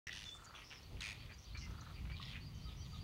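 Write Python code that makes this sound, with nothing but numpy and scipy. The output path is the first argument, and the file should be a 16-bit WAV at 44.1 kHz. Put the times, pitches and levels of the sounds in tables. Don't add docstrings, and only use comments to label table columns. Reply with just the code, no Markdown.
import sys
import numpy as np
from scipy import signal
from scipy.fft import rfft, irfft, next_fast_len
from scipy.io import wavfile

SR = 44100
rng = np.random.default_rng(int(sys.argv[2]) if len(sys.argv) > 2 else 0)


def to_wav(sig):
    pcm = np.clip(np.atleast_2d(sig), -1, 1) * 32767
    pcm = np.round(pcm).astype(np.int16)
    wavfile.write(sys.argv[1], SR, pcm.T)


N = 133623
T = np.arange(N) / SR


def near_terns():
    # start in seconds, pulse count, pulses a second, level in dB, mid-call swell in dB,
    # level change by the end in dB, first and last throat pitch in Hz, tone against breath in dB.
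    calls = [(0.0691, 3, 99.4, -46, 2, -5.5, 2000, 1884, -2),
             (.127, 12, 101, -52, 1, -3.5, 3500, 2735, -12),
             (1.0059, 13, 102, -48.5, 2.5, -4, 3950, 2405, -1.5),
             (2.212, 13, 104, -58, -1.5, 2, 3700, 3280, -6)]
    # frequency in Hz, level in dB.
    beaks = [
        [(530, -58), (900, -29), (1680, -13), (1840, -3.5), (2100, -5.5), (2300, -38), (2600, -5), (3760, -19),
         (4210, -31), (5620, -9), (6800, -26), (13000, -39)],
        [(530, -46), (900, -16.5), (998, -19), (1240, -24), (1960, -5), (2130, -18), (2770, -3), (3910, -10.5),
         (4290, -12.5), (6120, -9), (7190, -22), (9580, -19), (14000, -40)],
        [(530, -40), (900, -21), (964, -20), (1160, -21), (1490, -13.5), (1620, -17), (1880, -7), (2080, -8.5),
         (2230, -9), (2560, -5.5), (2770, -10.5), (3610, -11), (4650, -11.5), (5720, -16), (6710, -10.5),
         (7360, -34), (7880, -15), (8450, -23), (9150, -16.5), (10400, -30), (14000, -37)],
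        [(590, -36), (1000, -19), (1350, -4), (1630, -24), (1960, 4.5), (2160, -5), (3760, 2.5), (5280, -7.5),
         (5630, -11), (9000, -44), (11700, -67), (19800, -120)],
    ]
    flutter_hz, treble_hz = 398, 5800
    out = np.zeros(N)
    for call, beak in zip(calls, beaks):
        start, count, rate, db, swell_db, fade_db, first_hz, last_hz, tone_db = call
        length = count / rate
        t = clock(length)
        progress = t / length
        cycles = rate * (t - 0.003 * (1 - np.exp(-t / 0.016)))
        within, pulse = cycles % 1, cycles.astype(int)
        strength, flutter_spread = rng.standard_normal((64, 2))[pulse].T
        opening = gate(within, 0.78 - 0.16 * progress, rise=0.1, fall=0.2)
        flutter = 1 + 0.52 * np.sin(2 * np.pi * flutter_hz * (1 + 0.24 * flutter_spread) * within / rate)
        airflow = unit(opening * flutter * undb(-0.9 * strength) + undb(-17))
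        bite = unit(gate(within, 0.58, rise=0.1, fall=0.2)) * undb(-5)
        noise = rng.standard_normal(SR // 2)[:len(t)]
        low = signal.sosfiltfilt(signal.butter(3, treble_hz, fs=SR, output="sos"), noise)
        puffs = unit(tint(low * airflow + (noise - low) * bite, beak))
        hz = last_hz + (first_hz - last_hz) * np.exp(-(t / 0.018) ** 2)
        sag = 0.28 * (within - 0.34)
        phase = turn(hz * (1 - sag + 0.0532 * wander(1500, len(t))))
        tone = unit(np.sin(phase) + undb(-17) * np.sin(2 * phase) + undb(-22) * np.sin(3 * phase))
        voice = (puffs + undb(tone_db) * tone * airflow) / np.hypot(1, undb(tone_db))
        level = undb(db + swell_db * np.sin(np.pi * progress) + fade_db * progress)
        add(out, start, voice * gate(t, length, 0.00024, 0.0028) * level)
    return out


def colony():
    # start and length in seconds, level in dB, first and last pitch in Hz,
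    # width of the noise band in Hz, pulses a second.
    rasps = [(0.098, 0.042, -52.5, 3000, 3290, 1280, 100), (0.237, .07, -62.5, 2900, 2506, 2300, 110),
             (.24, 0.078, -63, 5900, 5770, 1410, 100), (0.336, 0.044, -65.5, 7000, 7040, 2430, 170),
             (0.238, 0.23, -76, 7560, 7600, 2480, 130), (.54, .11, -81.5, 9800, 10000, 910, 120),
             (0.44, 0.029, -60.5, 6800, 6070, 1490, 210), (0.539, .11, -59, 3200, 2266, 1220, 100),
             (0.547, 0.077, -69, 6100, 5650, 700, 120), (0.636, 0.12, -64, 5200, 5700, 613, 150),
             (0.699, 0.052, -55, 2500, 2182, 2130, 140), (0.73, 0.077, -65.5, 5600, 5130, 554, 130),
             (0.747, 0.028, -61.5, 2400, 2275, 1480, 99), (0.962, 0.062, -66.5, 2400, 2440, 1700, 150),
             (1.135, 0.16, -64.5, 3300, 2700, 1920, 110), (1.289, 0.051, -59, 2100, 2026, 1400, 95),
             (1.333, .025, -68, 6200, 5940, 1010, 210), (1.375, 0.087, -67.5, 5750, 5930, 805, 130),
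             (1.431, 0.11, -67.5, 3900, 3360, 1400, 120), (1.541, 0.053, -59.5, 2100, 1905, 1480, 144),
             (1.575, 0.092, -60.5, 5900, 5270, 1060, 158), (1.597, 0.063, -63.5, 2700, 2210, 1000, 170),
             (1.71, 0.26, -73.5, 3700, 3810, 786, 100), (1.791, 0.064, -77, 6600, 6540, 900, 150),
             (1.948, 0.077, -65.5, 2550, 2407, 600, 110), (2.091, 0.047, -59.5, 2100, 2527, 1690, 118),
             (2.149, 0.074, -61, 3600, 3540, 1370, 110), (2.214, .035, -53, 3700, 3397, 1280, 100),
             (2.271, 0.072, -59.5, 3660, 3000, 2000, 125), (2.315, 0.074, -54, 2597, 2470, 1230, 97),
             (2.541, 0.11, -72, 6100, 5550, 820, 150), (2.683, 0.061, -62, 3500, 3060, 1190, 140),
             (2.755, 0.089, -73, 5900, 5670, 700, 220), (2.83, 0.056, -66, 4000, 3600, 1220, 130),
             (2.84, 0.17, -75, 6400, 6300, 1090, 98), (2.94, 0.07, -64.5, 3800, 3460, 890, 124)]
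    out = np.zeros(N)
    for start, length, db, first_hz, last_hz, width_hz, rate in rasps:
        t = clock(length)
        hz = np.linspace(first_hz, last_hz, len(t))
        rattle = 1 + 0.62 * np.sin(turn(rate * (1 + 0.098 * wander(90, len(t)))))
        pulses = unit(rattle * undb(2.3 * wander(110, len(t))))
        voice = resonance(hz, width_hz, len(t)) + undb(-21) * resonance(hz, 6800, len(t))
        add(out, start, voice * pulses * gate(t, length, 0.008, 0.013) * undb(db))
    return out


def whistle():
    # time in seconds, pitch in Hz, level in dB.
    path = [(0.25, 3440, -59), (0.27, 3550, -50.5), (0.308, 3420, -56), (0.338, 3565, -54),
            (0.352, 3495, -61), (0.366, 3575, -67), (0.38, 3559, -73)]
    times, hz, db = np.array(path).T
    pitch = np.interp(T, times, hz) * (1 + 0.0055 * wander(500, N))
    level = undb(np.interp(T, times, db)) * gate(T - times[0], times[-1] - times[0], 0.0055, 0.01)
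    return np.sqrt(2) * np.sin(turn(pitch)) * level


def chicks():
    # middle and length in seconds, top pitch in Hz, level in dB.
    peeps = [(0.486, 0.09, 4670, -69), (0.846, .06, 4520, -70.5), (1.21, 0.067, 4560, -67.5),
             (1.338, 0.062, 4780, -69), (1.47, .06, 4760, -68.5), (1.549, 0.05, 4460, -65),
             (1.583, 0.029, 4310, -60.5), (1.62, 0.036, 4730, -64.5), (1.789, 0.061, 4720, -69),
             (1.813, 0.025, 4230, -67.5), (1.957, 0.044, 4750, -67), (2.133, 0.057, 4670, -67),
             (2.43, .062, 4580, -66.5), (2.467, .06, 4830, -66.5), (2.652, 0.096, 4730, -66),
             (2.831, 0.066, 4720, -66), (3.02, 0.058, 4740, -65)]
    out = np.zeros(N)
    for (middle, length, hz, db), lean in zip(peeps, rng.standard_normal(len(peeps))):
        t = clock(length)
        arc = 2 * t / length - 1
        pitch = hz * (1 - 0.15 * arc ** 2 * (1 + 0.2 * lean * arc))
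        tone = np.sin(turn(pitch * (1 + 0.008 * wander(700, len(t)))))
        breath = undb(-12) * resonance(pitch, 700, len(t))
        swell = (1 - 0.88 * arc ** 2) * gate(t, length, 0.0031, 0.0028)
        flicker = undb(2.1 * wander(200, len(t)))
        add(out, middle - length / 2, unit((tone + breath) * swell * flicker) * undb(db))
    return out


def piping():
    # start and length in seconds, level in dB, first and last pitch in Hz.
    notes = [(0.536, 0.048, -66, 3400, 3336), (1.283, 0.057, -66.5, 2434, 2330),
             (1.544, 0.046, -58.5, 2344, 2364), (1.613, 0.068, -63, 2150, 1996),
             (1.6, .07, -67.5, 3020, 2700), (0.743, 0.06, -71, 5430, 5050),
             (2.766, 0.081, -67.5, 5880, 5820), (2.089, 0.077, -60.5, 2285, 2424),
             (2.329, 0.043, -62, 2380, 2350), (2.529, 0.16, -71.5, 3055, 3120),
             (2.526, 0.089, -75, 4520, 4680), (2.651, 0.061, -68, 1280, 1256),
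             (2.663, 0.048, -66, 3840, 3770), (2.684, 0.11, -77.5, 5000, 5030),
             (2.782, 0.061, -69, 3040, 3150), (2.89, 0.072, -67, 4680, 4790),
             (2.928, 0.05, -66, 1281, 1212), (2.936, 0.048, -66, 3820, 3680)]
    out = np.zeros(N)
    for start, length, db, first_hz, last_hz in notes:
        t = clock(length)
        waver = 1 + 0.016 * wander(700, len(t)) + 0.009 * wander(40, len(t))
        tone = np.sin(turn(np.linspace(first_hz, last_hz, len(t)) * waver))
        flicker = undb(2.8 * wander(120, len(t)))
        add(out, start, unit(tone * gate(t, length, 0.012, 0.02) * flicker) * undb(db))
    return out


def frog():
    # start and length in seconds, croaks a second, level in dB, growth in dB.
    bouts = [(0.341, .265, 26.5, -63.5, 8.5), (1.658, .262, 26, -64.5, 4)]
    buzz_hz = 423.7
    out = np.zeros(N)
    for start, length, rate, db, growth_db in bouts:
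        t = clock(length)
        croaks = gate(t * rate % 1, 0.8, rise=0.22, fall=0.22)
        buzz = 1 + 0.64 * np.sin(2 * np.pi * buzz_hz * t)
        throat = resonance(hz=1288, width_hz=330, size=len(t))
        add(out, start, unit(throat * croaks * buzz * undb(growth_db * t / length)) * undb(db))
    return out


def ticks():
    # start in seconds, level before fading in dB, pitch in Hz, width of the noise band in Hz.
    taps = [(0.828, -59, 5700, 910), (1.573, -54, 5140, 2400), (1.708, -63, 5470, 1800),
            (1.809, -56.5, 6070, 595), (2.052, -52.5, 1945, 1980), (2.072, -57, 1930, 1830),
            (2.099, -57, 1660, 1600), (2.25, -51, 5200, 400)]
    out, t = np.zeros(N), clock(0.081)
    fade = gate(t, t[-1], 0.0017, 0.0089) * np.exp(-t / 0.0066)
    for start, db, hz, width_hz in taps:
        add(out, start, resonance(hz, width_hz, len(t)) * fade * undb(db))
    return out


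def drop():
    peak_s, peak_db = 0.0019, -45
    out, t = np.zeros(N), clock(0.081)
    hz = np.maximum(1183 - 13000 * t, 820)
    ring = t / peak_s * np.exp(1 - t / peak_s)
    add(out, start=2.199, sound=np.sin(turn(hz)) * ring * undb(peak_db))
    return out


def wings():
    # frequency in Hz, level in dB.
    colour = [(18, -33), (30, 0.5), (91, -7), (172, -14.5), (599, -25.5), (967, -28.5), (1200, -43),
              (1560, -75), (2640, -120)]
    peak_s, spread_s = 0.93, 0.054
    return coloured(colour) * np.exp(-((T - peak_s) / spread_s) ** 2) * undb(-53)


def wind():
    # time in seconds, gust strength in dB.
    gusts = [(0.07, -55.5), (0.7, -62.5), (0.93, -55), (0.96, -47), (1.07, -56.5), (1.21, -49.5),
             (1.42, -59), (1.56, -49), (1.82, -48), (1.91, -53), (2.05, -45), (2.09, -48), (2.93, -52),
             (3.03, -46)]
    # frequency in Hz, level of the rumble in dB.
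    colour = [(12, -43.5), (20, -17.5), (51, 4.5), (93, 1.5), (198, -10), (381, -26), (414, -33.5),
              (451, -30), (528, -44.5), (600, -32), (780, -63), (1320, -120)]
    swirl_hz, swirl_octaves, swirl_start_s, swirl_rise_s = 122, 0.65, 1.62, 0.65
    times, db = np.array(gusts).T
    rumble = coloured(colour) * undb(np.interp(T, times, db) - 0.86 + 0.64 * wander(25.18, N))
    swirls = shaped(lambda f: np.exp(-(np.log2(f / swirl_hz) / swirl_octaves) ** 2))
    return rumble + swirls * np.clip((T - swirl_start_s) / swirl_rise_s, 0, 1) * undb(-55.5)


def marsh():
    # frequency in Hz, level in dB.
    colour = [(180, -5), (300, 1), (652, -3), (1240, -2.5), (1370, -6), (1670, -11.5), (1910, -5),
              (2980, -4.5), (4070, -7), (4650, -5), (5210, -13), (6250, -12.5), (7370, -19.5),
              (15500, -20.5)]
    return coloured(colour) * undb(-65 + 1.2 * wander(10, N))


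def echo(sound, fade_s=0.24):
    t = clock(0.5)
    tail = rng.standard_normal(len(t)) * undb(-60 * t / fade_s) * np.clip(t / 0.015, 0, 1)
    tail = signal.sosfilt(signal.butter(1, 6000, fs=SR, output="sos"), tail)
    return signal.fftconvolve(sound, tail / np.sqrt(2 * np.sum(tail ** 2)))[:N]


def whine(hz=15625, db=-95.5):
    return np.sqrt(2) * undb(db) * np.sin(2 * np.pi * hz * T)


def undb(db):
    return 10 ** (np.asarray(db) / 20)


def unit(sound):
    return sound / np.sqrt(np.mean(sound ** 2))


def shaped(gain):
    size = next_fast_len(N)
    f = np.maximum(np.arange(size // 2 + 1) * SR / size, 1)
    return unit(irfft(rfft(rng.standard_normal(size)) * gain(f), size)[:N])


def coloured(points):
    hz, db = np.array(points).T
    return shaped(lambda f: undb(np.interp(np.log(f), np.log(hz), db))
                  * np.minimum(1, np.minimum(f / hz[0], hz[-1] / f)) ** 2)


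def tint(sound, points):
    hz, db = np.array(points).T
    size = next_fast_len(len(sound) + 4096)
    f = np.maximum(np.arange(size // 2 + 1) * SR / size, 1)
    gain = undb(np.interp(np.log(f), np.log(hz), db))
    return irfft(rfft(sound, size) * gain, size)[:len(sound)]


def wander(rate, size):
    values = rng.standard_normal(2048)
    return np.interp(np.arange(size) * rate / SR % 2047, np.arange(2048), values)


def turn(hz):
    return 2 * np.pi * np.cumsum(hz) / SR


def resonance(hz, width_hz, size):
    lowpass = signal.butter(2, min(width_hz / 2, SR / 4), fs=SR, output="sos")
    a, b = signal.sosfilt(lowpass, rng.standard_normal((2, SR // 2)))[:, -size:]
    phase = turn(hz * np.ones(size))
    return unit(a * np.cos(phase) + b * np.sin(phase))


def clock(length):
    return np.arange(min(int(length * SR), SR // 2)) / SR


def gate(t, length, rise, fall):
    return np.clip(t / rise, 0, 1) * np.clip((length - t) / fall, 0, 1)


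def add(out, start, sound):
    i = max(int(start * SR), 0)
    out[i:i + len(sound)] += sound[:max(N - i, 0)]


def scene():
    near = near_terns() + ticks() + drop() + wings()
    croaks = frog()
    far = colony() + whistle() + chicks() + piping()
    echoes = echo(undb(-10.5) * near + undb(-8.5) * far + undb(-7) * croaks)
    middle = near + far + croaks + echoes + wind() + marsh() + whine()
    hiss = shaped(lambda f: np.exp(-((f - 9500) / 3500) ** 2) + 0.14 / (1 + f / 1500)) * undb(-89)
    return np.array([middle + hiss, middle - hiss])


def record(dry):
    start_s, top_hz = 0.0685, 15750
    opened = dry * np.clip((T - start_s) * 1000, 0, 1)
    return signal.sosfilt(signal.ellip(10, 0.2, 70, top_hz, fs=SR, output="sos"), opened)


dry = scene()
out = record(dry)
to_wav(out)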